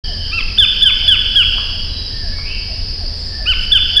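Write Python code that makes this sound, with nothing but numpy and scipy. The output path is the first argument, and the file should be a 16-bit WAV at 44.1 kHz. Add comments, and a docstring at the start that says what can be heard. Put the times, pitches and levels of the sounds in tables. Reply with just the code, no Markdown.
"""Kingfisher in ringing woods

A kingfisher gives two runs of loud falling "kek" calls, each led by a softer arched note: harmonic
tones from its syrinx that reverberate among the trees. Behind it cicada tymbals drive narrow
resonances, far birds whistle and hoot, wood knocks, leaves hiss and a low rumble lies under everything.
Each loud call makes a compressor turn down the treble, so the cicadas duck."""
import sys
import numpy as np
from scipy import signal
from scipy.fft import rfft, irfft
from scipy.io import wavfile

SR = 44100
rng = np.random.default_rng(int(sys.argv[2]) if len(sys.argv) > 2 else 0)


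def generate_wav(sig):
    """Save sig (samples, or channels by samples) to the path in sys.argv[1] as 16-bit PCM at SR."""
    pcm = np.round(np.clip(np.atleast_2d(sig).T, -1, 1) * 32767).astype(np.int16)
    wavfile.write(sys.argv[1], SR, pcm)


N = 176400
T = np.arange(N) / SR

# Levels in all tables are relative; each source applies its own gain.
# spectrum of the rumble and distant air: frequency_hz, density_db
RUMBLE_SPECTRUM = [(18, 5.5), (28, 0.5), (42, -3), (60, -10.5), (82, -5.5), (100, -15), (125, -19.5),
                   (180, -26), (215, -22.5), (300, -32), (440, -31), (600, -37.5), (900, -40),
                   (1400, -43.5), (1650, -37.5), (1900, -38)]
# spectrum of hissing leaves: frequency_hz, density_db
LEAF_SPECTRUM = [(1200, -16), (2000, 3), (3600, 9.5), (6000, -8), (7800, -19), (9500, -16), (11000, -20.5),
                 (15500, -21)]
# spectrum of a short rustle: frequency_hz, density_db
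RUSTLE_SPECTRUM = [(3000, -25), (6000, -18), (9500, -17), (15000, -40)]
# spectrum of the far cicada chorus: frequency_hz, density_db
CHORUS_SPECTRUM = [(3700, -23), (4200, -10), (4500, -1), (4950, 0), (5250, -6), (5600, -15.5), (6100, -30),
                   (7000, -54.5)]
# cicada body resonances: centre_hz, bandwidth_hz, level_db
CICADA_RESONANCES = [(4544, 22, -39), (4678, 22, -39), (4834, 60, -37), (4995, 70, -36), (5058, 20, -35),
                     (5111, 16, -40), (5239, 20, -44), (8850, 600, -60)]
# a far bird's hoots: start_s, level_db
HOOT_NOTES = [(.07, -40), (1.023, -43), (1.333, -46), (1.535, -45), (1.721, -46), (2.234, -43.5),
              (2.677, -42), (2.999, -40.5), (3.383, -40.5), (3.91, -45.5)]
# distant knocks on wood: start_s, level_db
KNOCK_STRIKES = [(1.583, -27), (2.386, -35.5)]
# modes of the struck wood: frequency_hz, level_db, t60_s
WOOD_MODES = [(1020, -5, .05), (1130, -1, .06), (1240, 0, .06), (1370, -3, .05), (1520, -8, .04),
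              (2150, -12, .03)]
# far birds' whistles: start_s, length_s, from_hz, to_hz, level_db
WHISTLE_NOTES = [(0.0, 0.076, 3250, 2897, -28), (0.0, 0.077, 1800, 1643, -39.5),
                 (.195, 0.024, 3230, 2820, -21.5), (0.198, 0.054, 1720, 1520, -40.5),
                 (1.862, 0.15, 4020, 3905, -32), (2.065, 0.16, 3980, 4030, -39.5),
                 (2.092, 0.05, 1790, 1815, -36.5), (2.208, 0.037, 1820, 1616, -34),
                 (2.318, 0.15, 2170, 2395, -32.5), (2.45, 0.051, 2475, 3204, -23.5),
                 (2.484, 0.041, 2950, 2670, -29.5), (3.255, 0.097, 1800, 1713, -36),
                 (3.376, 0.11, 1830, 1551, -39.5), (3.154, 0.042, 8300, 6540, -50)]
# contours of the two arched notes' second harmonic: time_s, pitch_hz, level_db
FIRST_ARCH = [(.31, 2420, -40), (0.323, 2390, -27.5), (0.334, 2662, -16), (0.368, 2740, -21.5),
              (.387, 2623, -11), (0.396, 2427, -22.5), (0.417, 1924, -34)]
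SECOND_ARCH = [(3.455, 2600, -34), (3.464, 2448, -21), (3.474, 2850, -13), (3.496, 3083, -7),
               (3.515, 2929, -6.5), (3.526, 2617, -12.5), (3.545, 1930, -39)]
# harmonics of the arched notes and of the loud calls, from the fundamental up: level_db
ARCH_HARMONICS = [-21.5, -1.5, -22, -49, -61]
KEK_HARMONICS = [-22, 0, -40, -54, -58, -58]
# loud calls, pitched by the second harmonic: start_s, top_hz, length_s, level_db, dip_delay_s, dip_db
KEK_CALLS = [(.585, 3560, 0.076, 1.5, 0.033, 8.5), (.822, 3490, 0.092, 0.5, 0.028, 17.5),
             (1.08, 3449, .086, 0.5, 0.027, 6.5), (1.359, 3346, 0.087, -1.5, 0.014, 0.5),
             (3.7202, 3480, .076, 0.5, 0.025, 10), (3.967, 3446, 0.099, 2.5, 0.023, 14)]
# a call's leap and long slide in pitch: length_share, ratio_to_top
KEK_PITCH_CONTOUR = [(-.17, .79), (-.09, .85), (-.02, .92), (.015, .995), (.08, 1.0), (.18, .987),
                     (.3, .955), (.45, .905), (.6, .866), (.72, .83), (.8, .775), (.89, .69), (1.03, .53)]
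# a call's envelope: length_share, level_db
KEK_ENVELOPE = [(-.17, -36), (-.1, -20), (-.01, -15), (.015, -4), (.13, 0), (.27, -2), (.45, -2),
                (.64, -2.5), (.78, -10), (.89, -20), (1.03, -40)]
# spectrum of the high, gritty rasp on the calls: frequency_hz, density_db
RASP_SPECTRUM = [(4000, -10), (6200, 10), (7200, 6), (8200, 0), (9500, -14), (11000, -15), (13000, -22),
                 (15000, -33)]


def from_db(db):
    """Amplitude ratio of a level in decibels."""
    return 10 ** (np.asarray(db) / 20)


def unit_rms(x):
    """Normalisation to unit mean power."""
    return x / np.sqrt(np.mean(x ** 2) + 1e-20)


def phase_of(hz):
    """Phase in radians is the time integral of angular frequency."""
    return 2 * np.pi * np.cumsum(hz) / SR


def drift(rate_hz):
    """Low-pass filtered noise gives a smooth random fluctuation of unit rms."""
    pole = np.exp(-2 * np.pi * rate_hz / SR)
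    return unit_rms(signal.lfilter([1], [1, -2 * pole, pole * pole], rng.standard_normal(N + SR))[SR:])


def widen(mid_side, width=0.062, mono_below_hz=460):
    """Mid-side stereo: a weak, high-passed side signal gives a narrow image with centred bass."""
    mid, side = mid_side
    side = width * signal.sosfilt(signal.butter(1, mono_below_hz, "high", fs=SR, output="sos"), side)
    return np.array([mid + side, mid - side])


def noise(spectrum):
    """Spectral shaping of white noise: nearly mono, unit rms, falling steeply outside the given band."""
    hz, db = np.transpose(spectrum)
    bin_hz = np.maximum(np.arange(N // 2 + 1) * SR / N, 1)
    skirts = 1 + (bin_hz / hz[-1] / 1.1) ** 16 + (hz[0] / bin_hz / 1.2) ** 4
    gain = from_db(np.interp(np.log(bin_hz), np.log(hz), db)) / skirts
    return unit_rms(widen(irfft(rfft(rng.standard_normal((2, N))) * gain, N)))


def glide(start_s, length_s, from_hz, to_hz, db, waver):
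    """A frequency-modulated linear sweep that swells and fades."""
    progress = np.clip((T - start_s) / length_s, 0, 1)
    envelope = from_db(db) * 2 * np.sqrt(2 * progress * (1 - progress))
    return envelope * np.sin(phase_of((from_hz + (to_hz - from_hz) * progress) * waver))


def air():
    """Broadband noise: steady rumble and leaf hiss, and one rustle under a Gaussian envelope."""
    rustle_s, spread_s = 3.635, .028
    rustle = from_db(-53) * np.exp(-((T - rustle_s) / spread_s) ** 2 / 2) * noise(RUSTLE_SPECTRUM)
    return from_db(-22) * noise(RUMBLE_SPECTRUM) + from_db(-43.5) * noise(LEAF_SPECTRUM) + rustle


def woods(source, t60_s=1.58, build_s=0.0067, trunks=24):
    """Reverberation: trunks return discrete early echoes, foliage scatters an exponential tail."""
    t = T[:2 * SR]
    onset = 1 - np.exp(-(t / build_s) ** 2)
    response = rng.standard_normal((2, len(t))) * from_db(-60 * t / t60_s) * onset
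    response *= from_db(-6.5) / np.sqrt(np.sum(response[0] ** 2))
    for distance, strength in rng.random((trunks, 2)):
        delay_s = .012 + distance * .13
        response[0, int(delay_s * SR)] += from_db(-9) * (2 * strength - 1) * np.sqrt(3 / trunks)
    return widen(signal.fftconvolve(response, source[None], axes=1)[:, :N])


def cicadas(tymbal_hz=72.3, depth=0.12):
    """Amplitude modulation: tymbals pulse narrow body resonances over the blur of the far chorus."""
    pulsing = 1 + depth * np.sin(phase_of(tymbal_hz * (1 + 0.014 * drift(3.9))))
    out = from_db(-29) * noise(CHORUS_SPECTRUM)
    for hz, width_hz, db in CICADA_RESONANCES:
        body = signal.butter(2, [hz - width_hz / 2, hz + width_hz / 2], "band", fs=SR, output="sos")
        ringing = widen(signal.sosfilt(body, rng.standard_normal((2, N))))
        out += from_db(db) * pulsing * unit_rms(ringing)
    return out


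def hoots():
    """Fast random frequency modulation makes a far bird's repeated falling note hoarse."""
    waver = 1 + .04 * drift(87.3)
    return sum(glide(start_s, length_s=0.0744, from_hz=780, to_hz=547, db=db, waver=waver)
               for start_s, db in HOOT_NOTES)


def knocks():
    """Free vibration: each knock excites the same exponentially damped modes of wood."""
    out = np.zeros(N)
    for start_s, db in KNOCK_STRIKES:
        age = np.maximum(T - start_s, 0)
        for hz, mode_db, t60_s in WOOD_MODES:
            decay_db = np.minimum(60 * age / t60_s, 200)
            out += from_db(db + mode_db - decay_db) * np.sin(2 * np.pi * hz * age)
    return out


def whistles():
    """Far birds' pure-tone glides, with frequency modulation that deepens with the interval swept."""
    unsteady = drift(91)
    out = np.zeros(N)
    for start_s, length_s, from_hz, to_hz, db in WHISTLE_NOTES:
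        depth = .003 + 0.1234 * abs(np.log(to_hz / from_hz))
        out += glide(start_s, length_s, from_hz, to_hz, db, 1 + depth * unsteady)
    return out


def syrinx(times_s, second_harmonic_hz, db, harmonics_db, upper_gain_db=0):
    """Source and filter: a harmonic tone whose third partial sweeps through the beak's resonance."""
    beak_hz, beak_width_hz = 3045, 270
    flutter_from, edge_s = 0.65, 0.0017
    progress = (T - times_s[0]) / (times_s[-1] - times_s[0])
    # the note's falling end sounds rough and fluttering
    flutter = np.clip((progress - flutter_from) / (1 - flutter_from), 0, 1)
    jitter = 0.0033 * drift(150) + 0.01 * flutter * drift(244)
    shimmer_db = (0.67 + 5 * flutter) * drift(244)
    pitch_hz = np.interp(T, times_s, second_harmonic_hz) / 2 * (1 + jitter)
    level = from_db(np.interp(T, times_s, db) + shimmer_db)
    phase = phase_of(pitch_hz)
    # the fundamental thins at the top of the leap and swings less in level than the upper harmonics
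    thinning_db = 0.76 * np.maximum(pitch_hz - 1704, 0)
    fundamental = from_db(harmonics_db[0] - thinning_db) * level ** 0.69 * np.sin(phase)
    overtones = sum(from_db(gain_db) * np.sin(k * phase) for k, gain_db in enumerate(harmonics_db[1:], 2))
    upper = level * from_db(upper_gain_db) * overtones
    resonance = np.exp(-((3 * pitch_hz - beak_hz) / beak_width_hz) ** 2 / 2)
    third = np.sqrt(level) * from_db(-6.5) * resonance * np.sin(3 * phase)
    edges = np.clip(np.minimum(T - times_s[0], times_s[-1] - T) / edge_s, 0, 1)
    return np.sqrt(2) * edges * (fundamental + upper + third)


def kingfisher(dip_width_s=0.0068):
    """Harmonic glides: two arched notes and six calls that leap, dip in level and fall away."""
    voice = sum(syrinx(*np.transpose(arch), ARCH_HARMONICS) for arch in (FIRST_ARCH, SECOND_ARCH))
    share, ratio = np.transpose(KEK_PITCH_CONTOUR)
    envelope_db = np.interp(share, *np.transpose(KEK_ENVELOPE))
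    for start_s, top_hz, length_s, db, dip_delay_s, dip_db in KEK_CALLS:
        dip = -dip_db * np.exp(-((T - start_s - dip_delay_s) / dip_width_s) ** 2)
        voice += syrinx(start_s + share * length_s, top_hz * ratio, db + envelope_db, KEK_HARMONICS, dip)
    # a high, gritty rasp follows the calls' loudness
    rasp = from_db(-37) * np.abs(voice) * noise(RASP_SPECTRUM)[0]
    return voice + rasp


def scene():
    """Superposition in the woods: far sources have a lower ratio of direct to reverberant sound."""
    calls, whistling, hooting, knocking = kingfisher(), whistles(), hoots(), knocks()
    direct = calls + .22 * whistling + hooting + knocking
    reverberant = woods(calls + 1.9 * whistling + 1.1 * hooting + 1.3 * knocking)
    pan = from_db([[-0.5], [0.5]])  # slightly to the right
    return (direct + reverberant) * pan + cicadas() + air()


def record(dry):
    """Split-band compression and mild treble saturation, then soft limiting, a fade-in and a low-pass."""
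    crossover_hz, cutoff_hz = 1260, 16600
    threshold_db, squeeze, attack_s, release_db_per_s = -7.5, 0.43, .0015, 87.5
    overload_share, overload_height, ceiling, knee = 0.069, 0.2, 1.05, 6.0
    start_s, fade_s = .037, .008
    low = signal.sosfiltfilt(signal.butter(2, crossover_hz, fs=SR, output="sos"), dry)
    high = dry - low
    over_db = np.maximum(20 * np.log10(np.abs(high).max(axis=0) + 1e-9) - threshold_db, 0)
    held_db = np.maximum.accumulate(over_db + release_db_per_s * T) - release_db_per_s * T
    pole = np.exp(-1 / (attack_s * SR))
    high *= from_db(-squeeze * signal.lfilter([1 - pole], [1, -pole], held_db))
    saturated = overload_height * np.tanh(high / overload_height)
    mix = low + high + overload_share * (saturated - high)
    mix /= (1 + np.abs(mix / ceiling) ** knee) ** (1 / knee)
    mix *= np.clip((T - start_s) / fade_s, 0, 1)
    return signal.sosfilt(signal.cheby2(12, 70, cutoff_hz, fs=SR, output="sos"), mix)


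dry = scene()
out = record(dry)
generate_wav(out)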